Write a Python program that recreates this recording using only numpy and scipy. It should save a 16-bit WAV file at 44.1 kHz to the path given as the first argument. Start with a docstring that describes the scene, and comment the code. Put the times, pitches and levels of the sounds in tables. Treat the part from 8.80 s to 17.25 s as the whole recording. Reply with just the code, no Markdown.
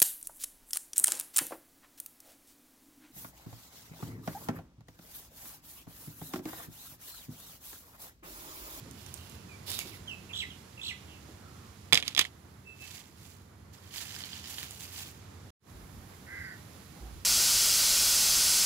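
"""Dry palm bark crackles underfoot over the hum of far traffic, on a concrete yard heard through a
two-port microphone. Birds chirp, trill and squawk across the yard, echoed by a wall. Close by, a hollow
plastic toy clatters onto others in a cardboard box; then a husk is dragged over the ground, its fibres
slipping and snapping. The sound drops out for a moment, a breeze stirs and one bird caws hoarsely."""
import sys
import numpy as np
from scipy import signal
from scipy.fft import rfft, irfft, next_fast_len
from scipy.io import wavfile

SR = 44100
rng = np.random.default_rng(int(sys.argv[2]) if len(sys.argv) > 2 else 0)


def generate_wav(signal):
    """Clip the signal to [-1, 1] and save it as 16-bit WAV at the path in sys.argv[1]."""
    frames = np.transpose(np.atleast_2d(signal))
    scaled = np.clip(frames, -1, 1) * 32767
    pcm = np.round(scaled).astype(np.int16)
    wavfile.write(sys.argv[1], SR, pcm)


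N = 372625
TIME = np.arange(N) / SR
LAG = 4  # samples by which the left port hears a source later

# Woody modes of the husk. Each row: frequency in Hz, level in dB, seconds to fall 60 dB.
HUSK_MODES = [(1750, -9, .007), (3200, -1, .01), (4600, -0.5, 0.0074)]


def amp(db):
    """Decibels to gain."""
    return np.exp(np.asarray(db) * (np.log(10) / 20))


def unit(x):
    """Scales to rms 1."""
    return x / np.sqrt(np.mean(x ** 2) + 1e-20)


def read(points, hz):
    """Reads a table on a log-frequency axis."""
    f, value = np.transpose(points)
    return np.interp(np.log(hz + 1), np.log(f + 1), value)


def level(rows, column=1):
    """Gain over time from one dB column of a curve; silent outside it."""
    rows = np.asarray(rows)
    return amp(np.interp(TIME, rows[:, 0], rows[:, column], left=-150, right=-150))


def add(mix, s, sound):
    """Mixes a sound in at s seconds."""
    part = mix[..., round(s * SR):][..., :sound.shape[-1]]
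    part += sound[..., :part.shape[-1]]


def colour(x, points, size=4096):
    """Causal filter with the given spectrum."""
    log_gain = np.log(amp(read(points, abs(np.fft.fftfreq(size, 1 / SR)))))
    taps = np.fft.ifft(np.exp(np.conj(signal.hilbert(log_gain)))).real[:size // 2]
    return signal.oaconvolve(np.atleast_2d(x), taps[None], axes=1)[:, :x.shape[-1]]


def wander(n, hz):
    """Random drift of rms about 1, swinging up to hz times a second."""
    steps = np.arange(n) * 2 * hz / SR
    knots = rng.standard_normal(8192)
    return np.interp(steps, np.arange(len(knots)), knots) * np.sqrt(3 / 2)


def resonate(x, hz, width):
    """One resonance of gain 1."""
    b, a = signal.iirpeak(min(hz, SR / 2.2), hz / width, SR)
    return signal.lfilter(b, a, x)


def steer(x, hz, width, order=3):
    """A steep resonance whose centre follows the curve hz."""
    turn = np.exp(2j * np.pi * np.cumsum(hz) / SR)
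    pole = np.exp(-np.pi * width / SR)
    x = x / turn
    for _ in range(order):
        x = signal.lfilter([1 - pole], [1, -pole], x)
    return 2 * (turn * x).real


def ring(modes, t, spread):
    """Dying modes; each blow strikes another spot, so weights and pitches vary."""
    hz, db, t60 = np.transpose(modes)[:, :, None]
    weight, detune = rng.standard_normal((2, len(modes), 1))
    decay = np.sign(weight) * amp(db + 2 * weight - 60 * t / t60)
    return (decay * np.sin(2 * np.pi * hz * (1 + spread * detune) * t)).sum(0)


def stroke(start, length, rise, sag_db, release_s):
    """Gain of one movement: it builds over a share of its length, sags, then dies away."""
    gain, t = np.zeros(N), np.arange(0, length + 10 * release_s, 1 / SR)
    attack = np.sin(np.pi / 2 * np.clip(t / (rise * length), 0, 1)) ** 2
    sag = amp(sag_db * np.clip(t / length, 0, 1))
    release = np.exp(-np.maximum(t - length, 0) / release_s)
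    add(gain, start, attack * sag * release)
    return gain


def place(x, left_db, wet_db, near_db):
    """Puts a source in the yard: direct sound, scatter from things close by, and a short tail."""
    # The yard's reverberation. Each row: frequency in Hz, seconds to fall 60 dB.
    yard_decay = [(150, 0.28), (3000, 0.45), (15000, 0.22)]
    t = np.arange(SR // 2) / SR
    taps = rng.standard_normal((2, len(t))) * (rng.random((2, len(t))) < .1)
    hz, at, spectrum = signal.stft(taps * (t > .006), SR, nperseg=256)
    decay = amp(-60 * at / read(yard_decay, hz)[:, None])
    tail = signal.istft(spectrum * decay, SR, nperseg=256)[1][:, :len(t)]
    near = taps * np.exp(-t / 0.0025) * (t > .0004)
    paths = (amp(wet_db) * unit(tail) + amp(near_db) * unit(near)) / np.sqrt(len(t))
    paths[0, LAG] += 1  # direct sound
    paths[1, 0] += 1
    return signal.oaconvolve(x[None], paths, axes=1)[:, :N] * amp([[left_db], [0]])


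def diffuse(points):
    """Noise from all around: alike at both ports in the bass, less so in the treble."""
    # Each row: frequency in Hz, correlation between the ports.
    likeness = [(30, 0.24), (70, 1), (300, 0.86), (600, 0.065), (12000, 0.3)]
    size = next_fast_len(N)
    hz = np.fft.rfftfreq(size, 1 / SR)
    left, other = rfft(rng.standard_normal((2, size)))
    same = np.clip(read(likeness, hz), 0, 1)
    right = same * left + np.sqrt(1 - same ** 2) * other
    return unit(irfft(np.array([left, right]) * amp(read(points, hz)), size)[:, :N])


def neighbourhood():
    """Far traffic, an idling engine, a thin hiss of air, and a light breeze at the end."""
    # Spectra of road rumble, tyre wash and air. Each row: frequency in Hz, level in dB.
    rumble_tone = [(20, -39.5), (35, -19.5), (55, -8.5), (80, 5), (125, 0.5), (190, -2.5), (330, -8.5),
                   (450, -12), (700, -37.5), (3000, -72)]
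    tyre_tone = [(250, -6), (500, 5), (700, 4), (1200, 1.5), (2200, -8), (4500, -42)]
    air_tone = [(1000, -2), (2000, 4), (4000, 3.5), (7000, 0), (10000, -5.5), (15000, -11.5)]
    # The background hum's level drifts, sinking after the loud clatter and slowly recovering.
    # Each row: time in seconds, level in dB.
    background_level = [(0, -46), (1.1, -44.5), (1.9, -47), (2.7, -46.5), (4.2, -50.5), (6.9, -45.5),
                        (8.45, -46)]
    # Each row: time in seconds, level of the broad hiss in dB, level of its top treble in dB.
    hiss_levels = [(0, -55, -65), (3.1, -58, -68), (3.55, -63, -69.5), (4.75, -65.5, -72), (6.4, -58, -72),
                   (7, -58.5, -62.5), (8.45, -56, -62)]
    # Each row: start in seconds, length in seconds, level in dB.
    puffs = [(6.893, 0.32, -49), (8.14, 0.34, -47)]
    # Each row: frequency in Hz, level against the traffic in dB.
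    engine_tones = [(73, -12), (93, -6), (193, -14.5)]
    rumble = diffuse(rumble_tone) * amp(wander(N, 9))
    tyres = diffuse(tyre_tone) * amp(-8.5 + wander(N, 15))
    hiss = diffuse(air_tone) * level(hiss_levels)
    hiss += diffuse([(5000, -32), (10500, -2), (15000, -8.5)]) * level(hiss_levels, column=2)
    gusts = sum(amp(db) * stroke(s, length, rise=0.23, sag_db=0, release_s=0.088)
                for s, length, db in puffs)
    breeze = diffuse([(20, -14), (55, 18), (400, -38)]) * gusts * amp(2 * wander(N, 9.1))
    engine = np.zeros(N)
    for hz, db in engine_tones:
        gain = amp(db + 2 * wander(N, 2.6))
        pitch = hz * (1 + 0.0205 * wander(N, 4))
        engine += gain * np.sin(2 * np.pi * np.cumsum(pitch) / SR)
    hiss *= amp([[-4], [0]]) * amp(.5 * wander(N, 7))
    return (rumble + tyres + engine) * level(background_level) + hiss + breeze


def handling():
    """Soft, dull knocks of handling, the same at both ports."""
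    # Each row: start in seconds, level in dB.
    knocks = [(.05, -46), (1.047, -43.5), (2.48, -44.5), (8.211, -50)]
    out, t = np.zeros(N), np.arange(SR // 5) / SR
    for s, db in knocks:
        push = unit(resonate(resonate(rng.standard_normal(len(t)), 310, 150), 310, 150))
        add(out, s, amp(db) * push * t / 0.012 * np.exp(1 - t / 0.015))
    return out


def friction(per_s, spread_db, smooth=.5, bands=12):
    """Countless tiny slips, each a tick of a few cycles from its own spot, over a smooth rub."""
    out, n = np.zeros((2, N)), int(per_s * N / SR / bands)
    for hz in np.geomspace(900, 15000, bands):
        where, chance, side = rng.random((n, 3)).T
        size = amp(spread_db * np.minimum(-np.log(1 - chance), 4.5)) * (-1) ** np.arange(n)
        right_at = (where * N).astype(int)
        left_at = (right_at + (side * 2 * LAG).astype(int)) % N
        clicks = np.array([np.bincount(at, size, N) for at in (left_at, right_at)])
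        out += resonate(clicks, hz, hz * 1.46)
    return unit(unit(out) + smooth * rng.standard_normal((2, N)))


def bark():
    """Bark crunches underfoot, then a husk scrapes the concrete; fibres fizz under each uneven stroke."""
    # Spectra of crunch, scrape and fibres. Each row: frequency in Hz, level in dB.
    crunch_tone = [(300, 3), (800, -2.5), (1600, -9.5), (3600, 2), (5500, -2), (7500, -24), (10000, -4.5)]
    scrape_tone = [(300, -37), (700, 2), (1300, -6.5), (2100, -1.5), (3200, -1), (7300, -4), (9500, -13)]
    fizz_tone = [(3000, -13), (7300, -1), (10000, -0.5), (15500, -2)]
    # Weight presses on the bark; pushes slide the husk.
    # Each row: start in seconds, length in seconds, crunch or scrape in dB, fizz in dB.
    treads = [(0.09, 0.46, -55.5, -60), (0.85, 0.16, -36.5, -43), (1.033, 0.14, -48, -55)]
    pushes = [(3.925, 0.27, -47.5, -51.5), (4.326, 0.21, -57, -57), (4.918, 0.032, -56, -59),
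              (4.976, 0.31, -51, -55.5), (5.115, 0.093, -43, -46.5), (5.251, 0.2, -44.5, -51),
              (5.437, 0.22, -47.5, -57), (5.644, 0.11, -46, -45.5), (5.744, 0.096, -50.5, -49.5),
              (5.87, 0.13, -56, -53.5), (5.985, 0.042, -47, -47.5), (6.09, 0.14, -45.5, -46.5)]
    # The sheet's resonance moves as it bends. Each row: time in seconds, frequency in Hz.
    bending = [(4.1, 2300), (5.35, 1690), (5.6, 3200), (6.2, 2600)]
    # The husk moves toward the left port. Each row: time in seconds, level there in dB.
    left_levels = [(5.5, -2), (5.8, 2)]
    rub = friction(per_s=6000, spread_db=3.3)
    judder = amp(1.7 * wander(N, 45))
    crunch, scrape = (unit(colour(rub * judder, tone)) for tone in (crunch_tone, scrape_tone))
    fibres = unit(colour(np.roll(rub, SR, axis=1) * judder, fizz_tone))
    sheet = unit(steer(rub[:, ::-1], np.interp(TIME, *np.transpose(bending)), width=900))
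    scrape = unit(scrape + amp(-5) * splinters() + amp(-12) * sheet)
    out = np.zeros((2, N))
    for s, length, db, fizz_db in treads:
        weight = stroke(s, length, rise=0.27, sag_db=-3, release_s=0.02)
        out += weight * (amp(db) * crunch + amp(fizz_db) * fibres)
    for s, length, db, fizz_db in pushes:
        push = stroke(s, length, rise=0.6, sag_db=-1, release_s=0.068)
        out += push * (amp(db) * scrape + amp(fizz_db) * fibres)
    out[0] *= amp(np.interp(TIME, *np.transpose(left_levels)))
    return out


def snaps():
    """A stiff fibre breaks with a short crack; the husk's edge snags and lets go with a woody knock."""
    # Each row: start in seconds, level in dB, pitch in Hz.
    breaks = [(0.1116, -30, 7500), (0.2635, -29, 7500), (0.341, -23, 8000), (0.4974, -31, 9000),
              (.903, -18, 7000), (.917, -20, 7000), (.9907, -12.5, 3900), (1.0053, -23, 4500),
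              (1.073, -31, 5000), (5.8301, -21.5, 3000), (5.9093, -24, 9100), (6.0075, -25, 8000)]
    # Each row: start in seconds, level in dB.
    snags = [(5.181, -25), (5.364, -27), (5.406, -27), (5.438, -25), (5.531, -27), (5.642, -29),
             (5.7837, -24), (5.798, -29)]
    out, t = np.zeros(N), np.arange(SR // 40) / SR
    for s, db, hz in breaks:
        crack = rng.standard_normal(len(t)) * (np.exp(-t / 0.00039) + 0.1 * np.exp(-t / 0.0026))
        snap = resonate(crack, hz, hz * .5) + 0.39 * crack
        add(out, s, amp(db) * snap / abs(snap).max())
    for s, db in snags:
        knock = ring(HUSK_MODES, t, spread=0.062)
        add(out, s, amp(db) * knock / abs(knock).max())
    return place(out, left_db=-2, wet_db=-7.5, near_db=-5.5)


def far_calls():
    """Distant birds, smeared by many reflections into soft bands of sound that sink in pitch."""
    # Each row: start in seconds, length in seconds, first and last pitch in Hz, level in dB.
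    calls = [(.15, .55, 3000, 2750, -63), (2.26, .13, 3200, 2500, -57), (2.52, .45, 1450, 1050, -60),
             (8.1, .22, 820, 780, -59)]
    out = np.zeros(N)
    for s, length, start_hz, end_hz, db in calls:
        n = int(length * SR)
        call = unit(steer(rng.standard_normal(n), np.linspace(start_hz, end_hz, n), .25 * start_hz))
        add(out, s, amp(db + 2 * wander(n, 25)) * call * signal.windows.tukey(n, .5))
    return out


def glide(start_hz, end_hz, length, settle=1.8):
    """Pitch that moves quickly at first, then settles."""
    progress = np.arange(int(length * SR)) / (length * SR)
    return start_hz + (end_hz - start_hz) * (1 - np.exp(-settle * progress)) / (1 - np.exp(-settle))


def whistle(hz, warble, overtone_db, taper):
    """A bird's note on a pitch curve: a trembling sine whose overtones pass a resonance of the beak."""
    n = len(hz)
    phase = 2 * np.pi * np.cumsum(hz * (1 + warble * wander(n, 599.5))) / SR
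    overtones = resonate(np.sin(2 * phase) + .35 * np.sin(3 * phase), 7900, 2400)
    tone = np.sin(phase) + amp(overtone_db) * overtones
    return unit(tone * amp(2 * wander(n, 112.8)) * signal.windows.tukey(n, taper))


def squawk(top_hz, depth):
    """A trill of short arches that climbs and turns hoarse, then a slur down; rasp rings in the beak."""
    # Each row: resonance in Hz, level in dB.
    beak_modes = [(3600, -10), (5500, -18), (8000, -15), (12000, -25)]
    trill_s, arches_per_s, climb = .074, 56, .17
    t = np.arange(int(trill_s * SR)) / SR
    swell = np.sin(np.pi * .65 * t / trill_s)
    arches = np.cumsum(arches_per_s * (1 + .1 * wander(len(t), 40))) / SR
    dip = abs(np.cos(np.pi * arches)) ** 3
    trill = top_hz * (1 - climb * (1 - swell)) * (1 - depth * swell * dip)
    slur = glide(3430, 1912, length=.042)
    effort = amp(np.r_[-5 * dip - 3 * (1 - swell), np.linspace(2, -4.5, len(slur))])
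    hoarse = np.r_[swell, np.linspace(1, 0, len(slur))]
    voice = whistle(np.r_[trill, slur], warble=.035, overtone_db=-17, taper=.1)
    rasp = sum(amp(db) * unit(steer(rng.standard_normal(len(voice)), np.full(len(voice), hz), 1600))
               for hz, db in beak_modes)
    return unit(effort * (voice + hoarse * rasp))


def birds():
    """Far calls, then chirps, squawks and thin whistles from across the yard, echoed by a wall."""
    # Each row: start in seconds, length in seconds, first and last pitch in Hz, level in dB.
    chirps = [(0.68, 0.075, 2650, 2290, -52.5), (0.898, 0.081, 3660, 3780, -45),
              (.992, 0.032, 3236, 2103, -44), (1.111, 0.04, 3520, 1900, -53),
              (1.266, 0.088, 3450, 2480, -43), (1.699, 0.025, 3570, 2820, -50)]
    thin_whistles = [(3.835, .115, 2630, 2650, -52), (3.975, 0.1, 2640, 2620, -54),
                     (7.505, .27, 5120, 4650, -66)]
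    # Each row: start of the trill in seconds, top pitch in Hz, depth as a share of pitch, level in dB.
    squawks = [(1.529, 3947, .26, -37.5), (2.011, 4135, .38, -38.5)]
    # Each row: delay in seconds, level in dB.
    wall_echo = [(.016, -6.5)]
    lead_s, lead_hz = 0.04, 2850  # soft note ahead of each squawk
    out = far_calls()
    for s, length, start_hz, end_hz, db in chirps:
        pitch = glide(start_hz, end_hz, length)
        add(out, s, amp(db) * whistle(pitch, warble=.012, overtone_db=-15, taper=.5))
    for s, length, start_hz, end_hz, db in thin_whistles:
        pitch = np.linspace(start_hz, end_hz, int(length * SR))
        add(out, s, amp(db) * whistle(pitch, warble=.004, overtone_db=-20, taper=1))
    for s, top_hz, depth, db in squawks:
        lead = whistle(glide(lead_hz, .87 * lead_hz, lead_s), warble=.06, overtone_db=-20, taper=.5)
        add(out, s - lead_s, amp(db - 10) * lead)
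        add(out, s, amp(db) * squawk(top_hz, depth))
    echoed = out.copy()
    for delay, db in wall_echo:
        add(echoed, delay, amp(db) * out)
    return place(echoed, left_db=-2, wet_db=-10, near_db=-10)


def toy():
    """Close by, hollow plastic strikes plastic, the box floor thuds, and loose limbs slide in between."""
    # The toy lands, topples and settles.
    # Each row: start in seconds, level in dB, brightest frequency in Hz, contact chatter in seconds.
    clacks = [(3.1256, -0.5, 2270, 0.00031), (3.131, -0.5, 3200, 0.0021), (3.1395, -11, 3000, .001),
              (3.145, -6.5, 5500, .0016), (3.154, -9, 3900, 0.0023), (3.175, -4, 2950, 0.00081),
              (3.2016, -22, 4000, .0005), (3.2259, -16.5, 2700, 0.00026), (3.279, -16, 4600, 0.0029),
              (3.3492, -20, 4520, 0.0023), (3.3645, -13, 3200, 0.0005), (3.374, -21, 5000, 0.0035),
              (3.3783, -5, 2750, 0.0003), (3.3919, -4, 5560, 0.0019), (3.3936, -4, 3400, 0.0011),
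              (3.411, -11.5, 3690, .001), (3.414, -10.5, 3010, 0.00068), (3.4425, -26.5, 3000, .001),
              (3.451, -22, 2560, 0.0019)]
    # Spectrum of a contact. Each row: frequency in Hz, level in dB.
    clack_tone = [(40, -34.5), (200, -7.5), (800, -5.5), (2000, -2.5), (3200, 0), (6000, -11),
                  (10000, -12.5), (15000, -20)]
    # Each row: frequency in Hz, level in dB, seconds to fall 60 dB.
    plastic_modes = [(1667, -3, 0.037), (2126, -6.5, 0.037), (2480, -2.5, 0.01), (2950, 6.5, 0.0089),
                     (3650, -4, 0.011), (4370, -6, 0.0077), (6150, -6.5, 0.016)]
    box_modes = [(161.4, -4.5, 0.044), (262.6, -3.5, 0.041), (443, -3, 0.03), (746, 2.5, 0.016)]
    # Its full weight meets the box floor. Each row: start in seconds, level in dB.
    landings = [(3.1252, -20), (3.1383, -20)]
    # Each row: start in seconds, length in seconds, level in dB.
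    limb_slides = [(3.13, 0.064, -29.5), (3.237, 0.092, -41), (3.386, 0.036, -27.5), (3.446, 0.02, -41.5)]
    clatter, thuds, t = np.zeros(N), np.zeros(N), np.arange(SR // 8) / SR
    for s, db, hz, chatter_s in clacks:
        contact = np.exp(-(t / chatter_s) ** 2) + 0.22 * np.exp(-t / 0.0087)
        crack = colour(4 * (t == 0) + rng.standard_normal(len(t)) * contact, clack_tone)[0]
        blow = unit(crack) + .22 * unit(ring(plastic_modes, t, spread=.03))
        blow = resonate(blow, hz, hz * 0.65) + 0.29 * amp(db / 2) * blow  # harder blows are broader
        add(clatter, s, amp(db) * blow / abs(blow).max())
    shakes = [(s, db - 28.5) for s, db, *_ in clacks]  # every clack shakes the box a little
    for s, db in landings + shakes:
        thud = ring(box_modes, t, spread=0.045) * (1 - np.exp(-t / 0.0013))
        add(thuds, s, amp(db) * thud / abs(thud).max())
    rub = colour(friction(per_s=9500, spread_db=3.5), clack_tone)
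    sliding = sum(amp(db) * stroke(s, length, rise=0.3, sag_db=-6, release_s=0.013)
                  for s, length, db in limb_slides)
    rattle = sliding * unit(.5 * resonate(rub, 3100, 1800) + rub) * amp([[-2], [0]])
    return (rattle + place(clatter, left_db=-5.5, wet_db=-37, near_db=-6.5)
            + place(thuds, left_db=2.5, wet_db=-6.5, near_db=-9))


def splinters(per_s=130):
    """Stiff strips catch and spring free at random, each a dry tick in the modes of the husk."""
    out, t = np.zeros((2, N)), np.arange(SR // 100) / SR
    for where, chance, side in rng.random((int(per_s * N / SR), 3)):
        tick = amp(4 * min(-np.log(1 - chance), 2)) * ring(HUSK_MODES, t, spread=.1)
        add(out[0], where * N / SR + side * 2 * LAG / SR, tick)
        add(out[1], where * N / SR, tick)
    return unit(out)


def caw():
    """Jittery pulses and rasp through a throat whose resonances rise and sink with the beak's opening."""
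    # The throat with the beak wide open. Each row: resonance in Hz, width in Hz, level in dB.
    throat = [(1435, 190, -13), (1610, 92, -3), (2010, 340, 0)]
    start_s, length_s, level_db, top_hz, arch = 7.46, .31, -41.5, 201, .15
    shut = 0.895  # share of the open throat's frequencies
    t = np.arange(0, length_s, 1 / SR)
    effort = np.sin(np.pi * (t / length_s) ** 0.98)
    opening = np.sin(np.pi * (t / length_s) ** .62)
    pitch = top_hz * (1 - arch * (1 - opening)) * (1 + 0.02 * wander(len(t), 90))
    pulses = unit(np.gradient(np.floor(np.cumsum(pitch) / SR)))
    drive = pulses + 1.1 * rng.standard_normal(len(t))
    beak = shut + (1 - shut) * opening
    call = sum(amp(db) * steer(drive, hz * beak, width) for hz, width, db in throat)
    out = np.zeros(N)
    add(out, start_s, amp(level_db) * effort ** .5 * unit(call))
    return place(out, left_db=0, wet_db=-12, near_db=-9)


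def scene():
    """The yard as it reaches the microphone."""
    return bark() + snaps() + toy() + birds() + caw() + handling() + neighbourhood()


def record(dry):
    """Each port colours the sound, the left shaded and notched; a brief dropout; clipping; a band limit."""
    # Each row: frequency in Hz, left port's gain in dB, right port's gain in dB.
    port_tone = [(59.9, -8, -5), (606, -7, -5.5), (1910, -4.5, -0.5), (3270, -4.5, 1), (5940, -3, 2),
                 (7630, -17.5, 4.5), (8670, -48, -4), (8910, -18, 3), (15400, -2, 2.5)]
    mute_s, return_s, fade_in_s, edge_hz = 6.705, 6.79, 0.11, 15700
    ports = np.array(port_tone)
    heard = np.vstack([colour(dry[0], ports[:, :2]), colour(dry[1], ports[:, ::2])])
    fade_in = np.clip((TIME - return_s) / fade_in_s, 0, 1) ** 2
    dropout = np.where(TIME < mute_s, 1, fade_in + amp(-80))
    heard = np.clip(heard * dropout, -.85, .85)
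    lowpass = signal.firwin(301, edge_hz, window=("kaiser", 9), fs=SR)
    return signal.oaconvolve(heard, lowpass[None], "same")


dry = scene()
out = record(dry)
generate_wav(out)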